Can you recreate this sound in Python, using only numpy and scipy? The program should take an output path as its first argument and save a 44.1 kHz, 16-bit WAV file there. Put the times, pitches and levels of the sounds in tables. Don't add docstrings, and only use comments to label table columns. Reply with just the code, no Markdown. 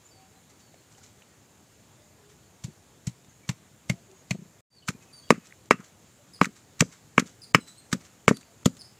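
import sys
import numpy as np
from scipy import signal
from scipy.fft import rfft, irfft, next_fast_len
from scipy.io import wavfile
from scipy.ndimage import uniform_filter1d

SR = 44100
rng = np.random.default_rng(int(sys.argv[2]) if len(sys.argv) > 2 else 0)


def to_linear_factor(level_db):
    exponent = np.asarray(level_db, float) / 20
    return 10 ** exponent


def store_wav(level_fs):
    pcm = np.round(np.clip(np.atleast_2d(level_fs), -1, 1) * 32767)
    wavfile.write(sys.argv[1], SR, pcm.T.astype(np.int16))


N = 396459
CHANGE_S = 4.65

# [t/s, peak level/dB, f/Hz, contact length/cycles, rebound level/dB]
THUMPS = [(2.6449, -23, 129, 1.77, -48), (3.0739, -17.5, 141, 1.8, -37.5), (3.493, -16.5, 145, 2.02, -37),
          (3.8991, -13.5, 153.5, 1.9, -27), (4.3109, -16.5, 155, 2.1, -33), (4.89, -18, 162, 1.6, -40),
          (5.3066, -9, 219.6, 2, -47), (5.7099, -17.5, 225, 2.1, -33), (6.4146, -9.5, 205, 1.7, -44),
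          (6.809, -10, 160, 1.9, -45), (7.1807, -10.5, 209.7, 1.7, -30), (7.5483, -10.5, 215, 1.5, -42),
          (7.9307, -14.5, 192, 1.5, -29), (8.282, -8, 193.5, 1.3, -26.5), (8.661, -5, 192, 1.39, -23.5)]
# [delay/s, f/Hz, length/cycles]
REBOUND = [
    (0.0116, 136, 2.76),
    (.0106, 250, 3.5),
]
# [t/s, peak level/dB, f/Hz]
LATER_THUMPS = [(2.6784, -37, 174), (2.6917, -44, 170), (3.9315, -38, 183), (4.346, -29, 183), (4.387, -37, 170),
                (4.418, -38, 179), (4.455, -46, 187), (4.9477, -39.5, 198), (5.3226, -16.5, 260),
                (5.338, -36, 200), (5.378, -36, 198), (5.7392, -28.5, 193), (5.7955, -36, 190), (6.4235, -19, 218),
                (6.4675, -30, 208), (6.488, -38.5, 200), (6.8203, -14, 226.5), (6.8302, -30, 172),
                (7.1951, -23, 234), (7.2216, -26, 213), (7.255, -41, 200), (7.5521, -13.5, 190), (7.569, -35, 191),
                (7.583, -27, 224), (7.95, -27.5, 213), (7.9643, -40, 166), (8.3104, -10, 218), (8.335, -32, 196.8),
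                (8.699, -50, 200)]
# [t/s, level/dB, bowl level/dB, rim level/dB, pestle level/dB]
CLACKS = [(3.4915, -47.5, -12, 19, 10), (3.898, -49.5, 8.5, 27.5, 11), (4.3098, -46.5, 2, 20.5, 18.5),
          (4.347, -66, 20, -9, 0), (4.883, -23.5, -36, -6, -4), (5.3052, -4, -6.5, -5.5, -8),
          (5.709, -2.5, -10, -4, -14), (6.4142, -3.5, -16.5, -9, -13), (6.8066, -31, -14, 10, 9),
          (6.8086, -31, -15.5, 16, 10.5), (6.8229, -42.5, 21, 11, -6), (7.1802, -5.5, -15.5, -0.5, -16),
          (7.547, -3, -14.5, -0.5, -1), (7.927, -47, 10, -10.5, -8), (8.28, -7, -4, 0.5, -6.5),
          (8.3107, -31, 14.5, -9, -20), (8.659, -27.5, 8.5, -9, 4)]
# [f/Hz, level/dB, t60/s]
BOWL = [(449, 0, 0.016), (568, -14, 0.02), (860, -8.5, 0.0077)]
# [f/Hz, level/dB, t60/s]
BODY = [(1230, 6.5, 0.0061), (1150, -7.5, 0.0036), (1535, 1, 0.0063)]
# [f/Hz, level/dB, t60/s]
RIM = [(2212, 3.5, .01), (1940, -8, 0.011), (2550, -5, 0.0077)]
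# [f/Hz, level/dB, t60/s]
RIM_SIDE = [(2147, -1, 0.016), (2753, -5.5, 0.017), (3720, -16, .025), (4410, -5, 0.018),
            (601, -15.5, 0.044)]
# [f/Hz, level/dB, t60/s]
PESTLE = [(4620, -28.5, 0.0043), (5127, -13.5, 0.023), (6170, -21, 0.006), (7060, -17.5, 0.021),
          (7700, -21.5, 0.0037), (9000, -26, .01)]
# [t/s, f/Hz, level/dB, t60/s]
LINGER = [(2.64, 1200, -48, .02), (3.498, 417, -46, 0.05), (4.309, 1000, -34, .02),
          (4.885, 1230, -21, 0.018), (7.928, 1490, -22, 0.011), (5.3053, 1880, -10.5, .01),
          (6.4144, 1540, -10, 0.0092), (7.1802, 1600, -4.5, .008), (6.807, 6550, -16.5, 0.011),
          (3.492, 2143, -35.5, 0.029), (3.492, 3596, -43, .06), (3.898, 2120, -29.5, 0.059),
          (4.309, 2350, -20.5, .025), (4.315, 1950, -42, 0.065), (4.315, 2500, -43, 0.065),
          (5.306, 1200, -21, .06), (5.306, 1906, -29, .069), (5.306, 2466, -30.5, 0.059),
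          (5.306, 2659, -49, .2), (5.34, 2020, -43.5, 0.018), (5.71, 1260, -26, 0.1),
          (5.71, 1906, -23.5, .071), (5.716, 436, -22, 0.045), (5.71, 2665, -32.5, .11),
          (5.71, 5168, -35, 0.055), (5.788, 1230, -53.5, 0.22), (6.4154, 4046, -17.5, .008),
          (6.415, 1028, -31.5, 0.073), (6.415, 1776, -35, .049), (6.415, 2396, -32, .045),
          (7.181, 1150, -30.5, .05), (7.181, 2300, -29, .05), (7.548, 2078, -18.5, 0.031),
          (7.548, 2342, -21.5, 0.041), (7.548, 2573, -22.5, 0.061), (7.548, 1200, -35, .09),
          (7.548, 5152, -46, 0.086), (8.281, 1405, -39.5, 0.07), (8.281, 1938, -37, 0.14),
          (8.317, 413.3, -24.5, 0.034), (8.281, 4570, -36, 0.045), (8.658, 1250, -27, .04)]
# [t/s, hiss level/dB, grind level/dB]
SQUASH = [(2.635, -37, -48), (3.066, -33, -42), (3.489, -25, -24), (3.894, -26, -27.5),
          (4.306, -29.5, -32.5), (4.882, -21.5, -21), (5.303, -17.5, -16.5), (5.708, -20, -14.5),
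          (6.411, -35.5, -24), (6.804, -11, -11.5), (7.177, -30.5, -19), (7.546, -25.5, -10.5),
          (7.926, -20.5, -21.5), (8.278, -23.5, -22.5), (8.6555, -18, -25.5)]
# [t/s, t60/s, hiss level/dB, grind level/dB]
SLIPS = [(1.219, 0.014, -61, -53), (.742, 0.011, -59, -56.5), (4.113, .008, -48.5, -71),
         (3.245, .012, -54, -64), (4.876, 0.02, -31.5, -45.5), (5.34, .1, -67, -44.5),
         (5.469, 0.017, -57, -72), (5.656, 0.018, -55, -70), (5.718, .05, -70.5, -36),
         (5.803, .012, -53, -72), (6.781, 0.047, -62.5, -58), (6.82, .025, -43.5, -35),
         (7.551, .0072, -24.5, -68), (7.915, 0.046, -52, -50), (8.287, 0.033, -27, -22),
         (8.368, .012, -38.5, -51), (8.409, 0.023, -47.5, -52.5), (8.629, 0.0126, -62, -57),
         (8.695, .015, -55, -63), (8.749, .015, -53, -68), (8.767, 0.079, -52, -62)]
# [t/s, hiss level/dB, grind level/dB]
SKIDS = [
    (6.426, -35.5, -40),
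    (6.439, -35.5, -33),
    (6.448, -34.5, -33),
    (7.19, -24.5, -30.5),
]
# [t/s, hiss level/dB, grind level/dB]
PEELS = [(.48, -59, -64), (.58, -60, -69), (.9, -59, -69), (.96, -59.5, -66), (1.018, -54, -63),
         (2.28, -59, -62), (5.005, -60, -62.5), (5.434, -56.5, -63), (5.775, -71.5, -56),
         (5.826, -55.5, -64.5), (6.544, -55.5, -59), (6.905, -52.5, -56), (7.248, -50.5, -59.5),
         (7.658, -52.5, -59), (7.99, -58, -61.5), (8.033, -57.5, -61.5)]
# [f/Hz, level/dB per Hz]
HISS = [(1820, -30), (3100, -7.5), (3890, -4.5), (4340, -5.5), (5220, -6), (6030, -1.5), (7730, -1.5),
        (8280, -10), (8680, -12.5), (10400, -15.5), (12700, -22.5), (14700, -23.5), (16000, -33.5)]
# [f/Hz, level/dB per Hz]
GRIND = [(470, -34.5), (800, -13), (1280, 3.5), (1730, 0), (2230, 0.5), (3100, -14), (4030, -40),
         (6820, -120)]
# [f/Hz, level/dB per Hz]
GRIND_SIDE = [(260, -44), (450, -8), (1010, -2.5), (1490, -5.5), (1620, -6.5), (1930, -1.5), (2190, 2),
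              (3100, -11), (4030, -37.5), (6820, -120)]
# [t/s, length/s, start f/Hz, end f/Hz, level/dB]
TICKS = [(0.737, .0093, 905, 520, -53), (.948, .005, 3230, 2880, -59), (1.01, 0.013, 1420, 1430, -61),
         (1.22, .006, 3360, 2600, -54), (4.35, 0.0068, 640, 556, -45), (4.898, 0.0082, 426, 393, -38.5),
         (5.506, .006, 2000, 1900, -56), (5.523, 0.0034, 2860, 1582, -43),
         (6.39, 0.0042, 1250, 1196, -54.5), (6.445, 0.0026, 2212, 2200, -24.5),
         (7.672, .011, 12220, 11730, -66), (8.369, .002, 12500, 10000, -44),
         (8.43, .002, 3400, 1820, -51.5), (8.6555, 0.0035, 3530, 3390, -23)]
# [t/s, start f/Hz, level/dB]
HOOKS = [
    (6.333, 5040, -54),
    (7.416, 4974, -51),
    (8.342, 4705, -54),
    (8.79, 5153, -51.5),
]
# [t/s, start f/Hz, level/dB]
PIPS = [
    (7.603, 4050, -59),
    (7.677, 4030, -56.5),
    (7.774, 4250, -59),
]
# [t/s, start f/Hz, level/dB, overtone level/dB]
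WHISTLES = [
    (.108, 4640, -63.5, -28),
    (4.707, 4660, -58, -15),
    (5.126, 4650, -53.5, -7.5),
]
BEND = [2.1, 3]
# [t/s, length/s, start f/Hz, end f/Hz, level/dB]
SLIDES = [(0.05, 0.028, 7140, 7050, -58.5), (.064, 0.02, 7040, 5400, -68), (0.086, 0.04, 5400, 4700, -68),
          (0.166, .05, 4587, 4230, -70), (0.6, .115, 4560, 4230, -70.5), (4.766, 0.037, 4465, 4150, -59),
          (5.272, .025, 2900, 2750, -64.5), (5.185, .025, 4420, 4400, -60.5), (2.188, 0.18, 408, 437, -62),
          (3.432, .03, 2280, 2330, -62.5), (4.702, 0.05, 342, 440, -79), (4.824, 0.019, 3030, 2800, -58),
          (5.232, 0.036, 3346, 3180, -63.5)]
# [t/s, length/s, f/Hz, level/dB]
HELD = [(0.148, .15, 764, -65.5), (.32, .08, 770, -69), (.36, 0.044, 4060, -71), (3.29, 0.093, 6720, -66),
        (3.288, .03, 6350, -66), (0.768, .045, 4290, -72), (.98, .02, 794, -59.5), (1.972, 0.18, 601, -72),
        (3.923, 0.098, 682.6, -62.5), (4.086, .07, 381, -59.5), (4.143, .1, 6690, -67),
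        (4.935, .04, 2430, -66), (5.012, 0.033, 2540, -65), (5.085, .04, 2540, -70.5),
        (5.41, .08, 2540, -70), (5.156, .12, 6390, -66.5), (5.21, 0.14, 4620, -65.5),
        (6.186, 0.05, 586, -63.5), (8.481, 0.047, 678, -65)]
# [f/Hz, t60/s]
YARD = [(300, 0.18), (2000, 0.059), (5000, 0.44), (12000, 0.27)]
# [f/Hz, level/dB per Hz]
AIR = [(20, -45.5), (45, -20.5), (100, -4.5), (150, -8), (300, -13), (1200, -22.5), (4600, -28),
       (5900, -28.5), (6700, -21), (7400, -22.5), (8200, -29.5), (11000, -34), (15300, -37), (16200, -58.5)]
AIR_DB = [-58, -58]
# [f/Hz, left minus right level/dB]
PORTS = [(30, -2), (60, 2), (125, 2), (250, 1.5), (500, 0.53), (1500, 0.2), (3000, -0.07), (7000, -1),
         (15000, 0.3)]
# [t/s, length/s]
MUTED = [(3.886, 0.0022), (5.293, .006), (5.692, 0.012), (7.525, 0.015), (8.265, 0.0097), (8.64, 0.0067)]
# [t/s, gain/dB]
JOIN = [(0, 0.5), (4.607, 0), (4.609, -23), (4.622, -56), (4.698, -60), (4.704, -17.5), (4.75, -5.5),
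        (4.95, 0.5), (9, 1)]


def unit(x):
    return x / np.sqrt(np.mean(x ** 2) + 1e-20)


def along(points, hz):
    f, v = np.transpose(points)
    return np.interp(np.log(hz + 1), np.log(f + 1), v)


def filtered(x, response):
    m = next_fast_len(N + 8192)
    return irfft(rfft(x, m) * response(np.fft.rfftfreq(m, 1 / SR)), m)[..., :N]


def coloured(x, spectrum):
    return unit(filtered(x, lambda hz: to_linear_factor(along(spectrum, hz))))


def add(out, s, x):
    part = out[round(s * SR):][:len(x)]
    part += x[:len(part)]


def ground(contacts, sign, skew, tail, t60, edge):
    out, t = np.zeros(N), np.arange(SR // 8) / SR
    for s, db, hz, cycles in contacts:
        u = np.clip(t * hz / cycles, 0, 1)
        press = np.sin(np.pi * u ** skew)
        turn = 2 * np.pi * hz * t
        soil = tail * np.minimum(1, 2 * u) * to_linear_factor(-60 * t / t60)
        overtone = edge * press ** 2 * np.cos(2.1 * turn)
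        add(out, s, sign * to_linear_factor(db) * ((press + soil) * np.sin(turn) + overtone))
    return filtered(out, lambda f: f ** 4 / (f ** 4 + 75 ** 4))


def rocking():
    rebounds = []
    for s, *_, db in THUMPS:
        delay, hz, cycles = REBOUND[s > CHANGE_S]
        rebounds.append((s + delay, db, hz, cycles))
    rocks = [(s, db, hz, [3.15, 2.2][s > CHANGE_S] - 0.013 * (db + 36.5)) for s, db, hz in LATER_THUMPS]
    return rebounds + rocks


def ring(modes, t, attack):
    out = np.zeros(len(t))
    for hz, db, t60 in modes:
        decay = to_linear_factor(db + rng.normal(0, 1.0) - 60 * t / t60)
        detuned = hz * (1 + .01 * rng.standard_normal())
        out += decay * (1 - np.exp(-t / attack)) ** 2 * np.sin(2 * np.pi * detuned * t)
    return out


def clacks():
    out, t = np.zeros(N), np.arange(SR // 12) / SR
    body_t, bowl_t = np.maximum(t - .00018, 0), np.maximum(t - .0006, 0)
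    for s, db, bowl_db, rim_db, pestle_db in CLACKS:
        body = to_linear_factor(11.5) * ring(BODY, body_t, 0.00087)
        bowl = to_linear_factor(bowl_db + 13.0) * ring(BOWL, bowl_t, 0.00055)
        rim = to_linear_factor(rim_db + 5.5) * ring(RIM if s > CHANGE_S else RIM_SIDE, t, 0.0003)
        crack = to_linear_factor(-9.5 - 60 * t / 0.0055) * (1 - np.exp(-t / 0.00054)) * rng.standard_normal(len(t))
        pestle = to_linear_factor(pestle_db + 5.0) * (ring(PESTLE, t, 0.00038) + crack)
        add(out, s, to_linear_factor(db) * (rim + pestle - body - bowl))
    return filtered(out, lambda f: 1 / (1 + 1j * f / 9000))


def lingering():
    out, t = np.zeros(N), np.arange(SR // 6) / SR
    for s, hz, db, t60 in LINGER:
        noise = rng.standard_normal(len(t))
        touch = unit(uniform_filter1d(uniform_filter1d(noise, 100), 100))
        decay = to_linear_factor(db - 60 * t / t60 + 4 * touch) * (1 - np.exp(-t / 0.00071))
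        add(out, s, decay * np.sin(2 * np.pi * hz * t + touch))
    return out


def strokes():
    crushes = []
    for (s, hiss_db, grind_db), thump in zip(SQUASH, THUMPS):
        rise = max(0.77 * (thump[0] - s), 1e-3)
        t60 = .027 * to_linear_factor(-0.5 * (hiss_db + 26.5))
        crushes.append((s, rise, t60, hiss_db, grind_db))
    slips = [(s, .002, *rest) for s, *rest in SLIPS]
    skids = [(s, 0.0085, 0.012, *rest) for s, *rest in SKIDS]
    peels = [(s, 0.023, 0.16, *rest) for s, *rest in PEELS]
    return crushes + slips + skids + peels


def crushing():
    hiss, grind, t = np.zeros(N), np.zeros(N), np.arange(SR // 3) / SR
    lead = np.linspace(.2, 1, 500) ** 0.43
    for s, rise, t60, hiss_db, grind_db in strokes():
        fall = 0.62 * to_linear_factor(-60 * (t - rise) / t60) + 0.18 * to_linear_factor(-15 * (t - rise) / t60)
        stroke = np.where(t < rise, (t / rise) ** 1.8, fall)
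        add(hiss, s - 500 / SR, to_linear_factor(hiss_db - 27.5) * lead)
        add(grind, s - 500 / SR, to_linear_factor(grind_db - 41.0) * lead)
        add(hiss, s, to_linear_factor(hiss_db) * stroke)
        add(grind, s, to_linear_factor(grind_db) * stroke)
    sizes = unit(uniform_filter1d(rng.standard_normal(N), 30))
    grit = rng.standard_normal(N) * to_linear_factor(3.1 * sizes)
    side = np.arange(N) < CHANGE_S * SR
    return hiss * coloured(grit, HISS) + grind * np.where(side, coloured(grit, GRIND_SIDE), coloured(grit, GRIND))


def ticks():
    out = np.zeros(N)
    for s, length, start_hz, end_hz, db in TICKS:
        u = np.arange(round(length * SR)) / (length * SR)
        turn = 2 * np.pi * np.cumsum(start_hz + (end_hz - start_hz) * u) / SR
        add(out, s, to_linear_factor(db + 4.0) * np.sin(np.pi * u ** 1.7) * np.sin(turn))
    return out


def notes():
    far_over_db = -27
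    out = [(s, .041, hz, 4150, db, -8) for s, hz, db in HOOKS]
    out += [(s + 0.018, 0.017, .87 * hz, 4013, db - 6, -3) for s, hz, db in HOOKS]
    out += [(s, 0.036, hz, 0.96 * hz, db, 1.5) for s, hz, db in PIPS]
    out += [(s, 0.092, hz, 0.94 * hz, db, over_db) for s, hz, db, over_db in WHISTLES]
    for calls, trail_db in [(HOOKS, -17), (PIPS, -12)]:
        out += [(s + 0.026, .085, .993 * hz, .993 * hz, db + trail_db, -7) for s, hz, db in calls]
    out += [(*note, far_over_db) for note in SLIDES]
    out += [(s, length, hz, 0.99 * hz, db, far_over_db) for s, length, hz, db in HELD]
    return out


def voice(turn, over_db):
    return np.sin(turn) + to_linear_factor(over_db - 0.5) * np.sin(2 * turn) + to_linear_factor(over_db - 21.0) * np.sin(3 * turn)


def birds():
    out = np.zeros(N)
    husk = to_linear_factor(2.7 * unit(uniform_filter1d(rng.standard_normal(N), 90)))
    for s, length, start_hz, end_hz, db, over_db in notes():
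        u = np.arange(round(length * SR)) / (length * SR)
        swell = to_linear_factor(db + 4.0) * np.minimum(1, np.minimum(14 * u, 4 * (1 - u)))
        near = over_db > -23
        hz = start_hz + (end_hz - start_hz) * u ** BEND[int(length > .07)]
        falling = 2 * np.pi * np.cumsum(hz) / SR
        if near and length < .07:
            falling = falling + 8 * (1 - end_hz / start_hz) * np.log(husk[::-1][round(s * SR / 2):][:len(u)])
        held = 2 * np.pi * .992 * start_hz * u * length
        first = to_linear_factor(-3 * u - 3.0) * voice(falling, over_db)
        second = near * to_linear_factor(-9.0) * u ** 0.86 * voice(held, over_db - 1.5)
        add(out, s, swell * (first + second))
    return to_linear_factor(2.0) * husk * out + to_linear_factor(-5) * yard(husk * out)


def yard(x):
    hz, t, z = signal.stft(rng.standard_normal(SR // 2), SR, nperseg=256)
    decay = to_linear_factor(-60 * t / along(YARD, hz)[:, None])
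    tail = signal.istft(z * decay, SR, nperseg=256)[1]
    return signal.fftconvolve(np.pad(x, (500, 0)), tail / np.linalg.norm(tail))[:N]


def air():
    z = signal.stft(rng.standard_normal(N), nperseg=512)[2]
    field = uniform_filter1d(uniform_filter1d(rng.standard_normal(z.shape), 8, 0), 12, 1)
    noise = signal.istft(z * to_linear_factor(1.1 * unit(field)), nperseg=512)[1][:N]
    level_db = np.where(np.arange(N) < CHANGE_S * SR, *AIR_DB)
    return to_linear_factor(level_db) * coloured(noise, AIR)


def scene():
    pushes = [row[:-1] for row in THUMPS]
    thumps = ground(pushes, 0.87, skew=0.61, tail=0.19, t60=0.045, edge=0.0097)
    thumps = thumps + ground(rocking(), -1, skew=0.77, tail=0.16, t60=0.052, edge=0.25)
    stone = clacks() + crushing() + lingering()
    echoes = to_linear_factor(-30.0) * yard(stone + to_linear_factor(12.5) * thumps)
    mix = thumps + stone + echoes + birds() + ticks() + air()
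    diffuse = yard(stone) * to_linear_factor(-17.5) + air()
    apart = to_linear_factor(-38.0) * filtered(diffuse, lambda f: (f > 2500) + (f < 500))
    return np.array([mix + apart, mix - apart])


def treble_muted(x):
    t = np.arange(N) / SR
    gate = sum((t > s) & (t < s + length) for s, length in MUTED) * 1.
    treble = filtered(x, lambda hz: hz ** 4 / (hz ** 4 + 800 ** 4))
    return x - (1 - to_linear_factor(-20)) * uniform_filter1d(gate, 90) * treble


def band_limit(x):
    return signal.sosfilt(signal.butter(12, 16430, fs=SR, output="sos"), x)


def record(dry):
    def port_response(hz):
        phase = np.outer([1, -1], .075 * hz / 8000)
        return to_linear_factor(np.outer([.5, -.5], along(PORTS, hz))) * np.exp(1j * phase)

    ports = filtered(dry, port_response)
    clipped = ports / (1 + np.abs(ports) ** 8) ** (1 / 8)
    coupled = np.clip(filtered(clipped, lambda hz: hz ** 2 / (hz ** 2 + 28 ** 2)), -1, 1)
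    limited = filtered(coupled, lambda hz: hz < 16600)
    gain_db = np.interp(np.arange(N) / SR, *np.transpose(JOIN))
    return band_limit(treble_muted(limited) * to_linear_factor(gain_db))


dry = scene()
out = record(dry)
store_wav(out)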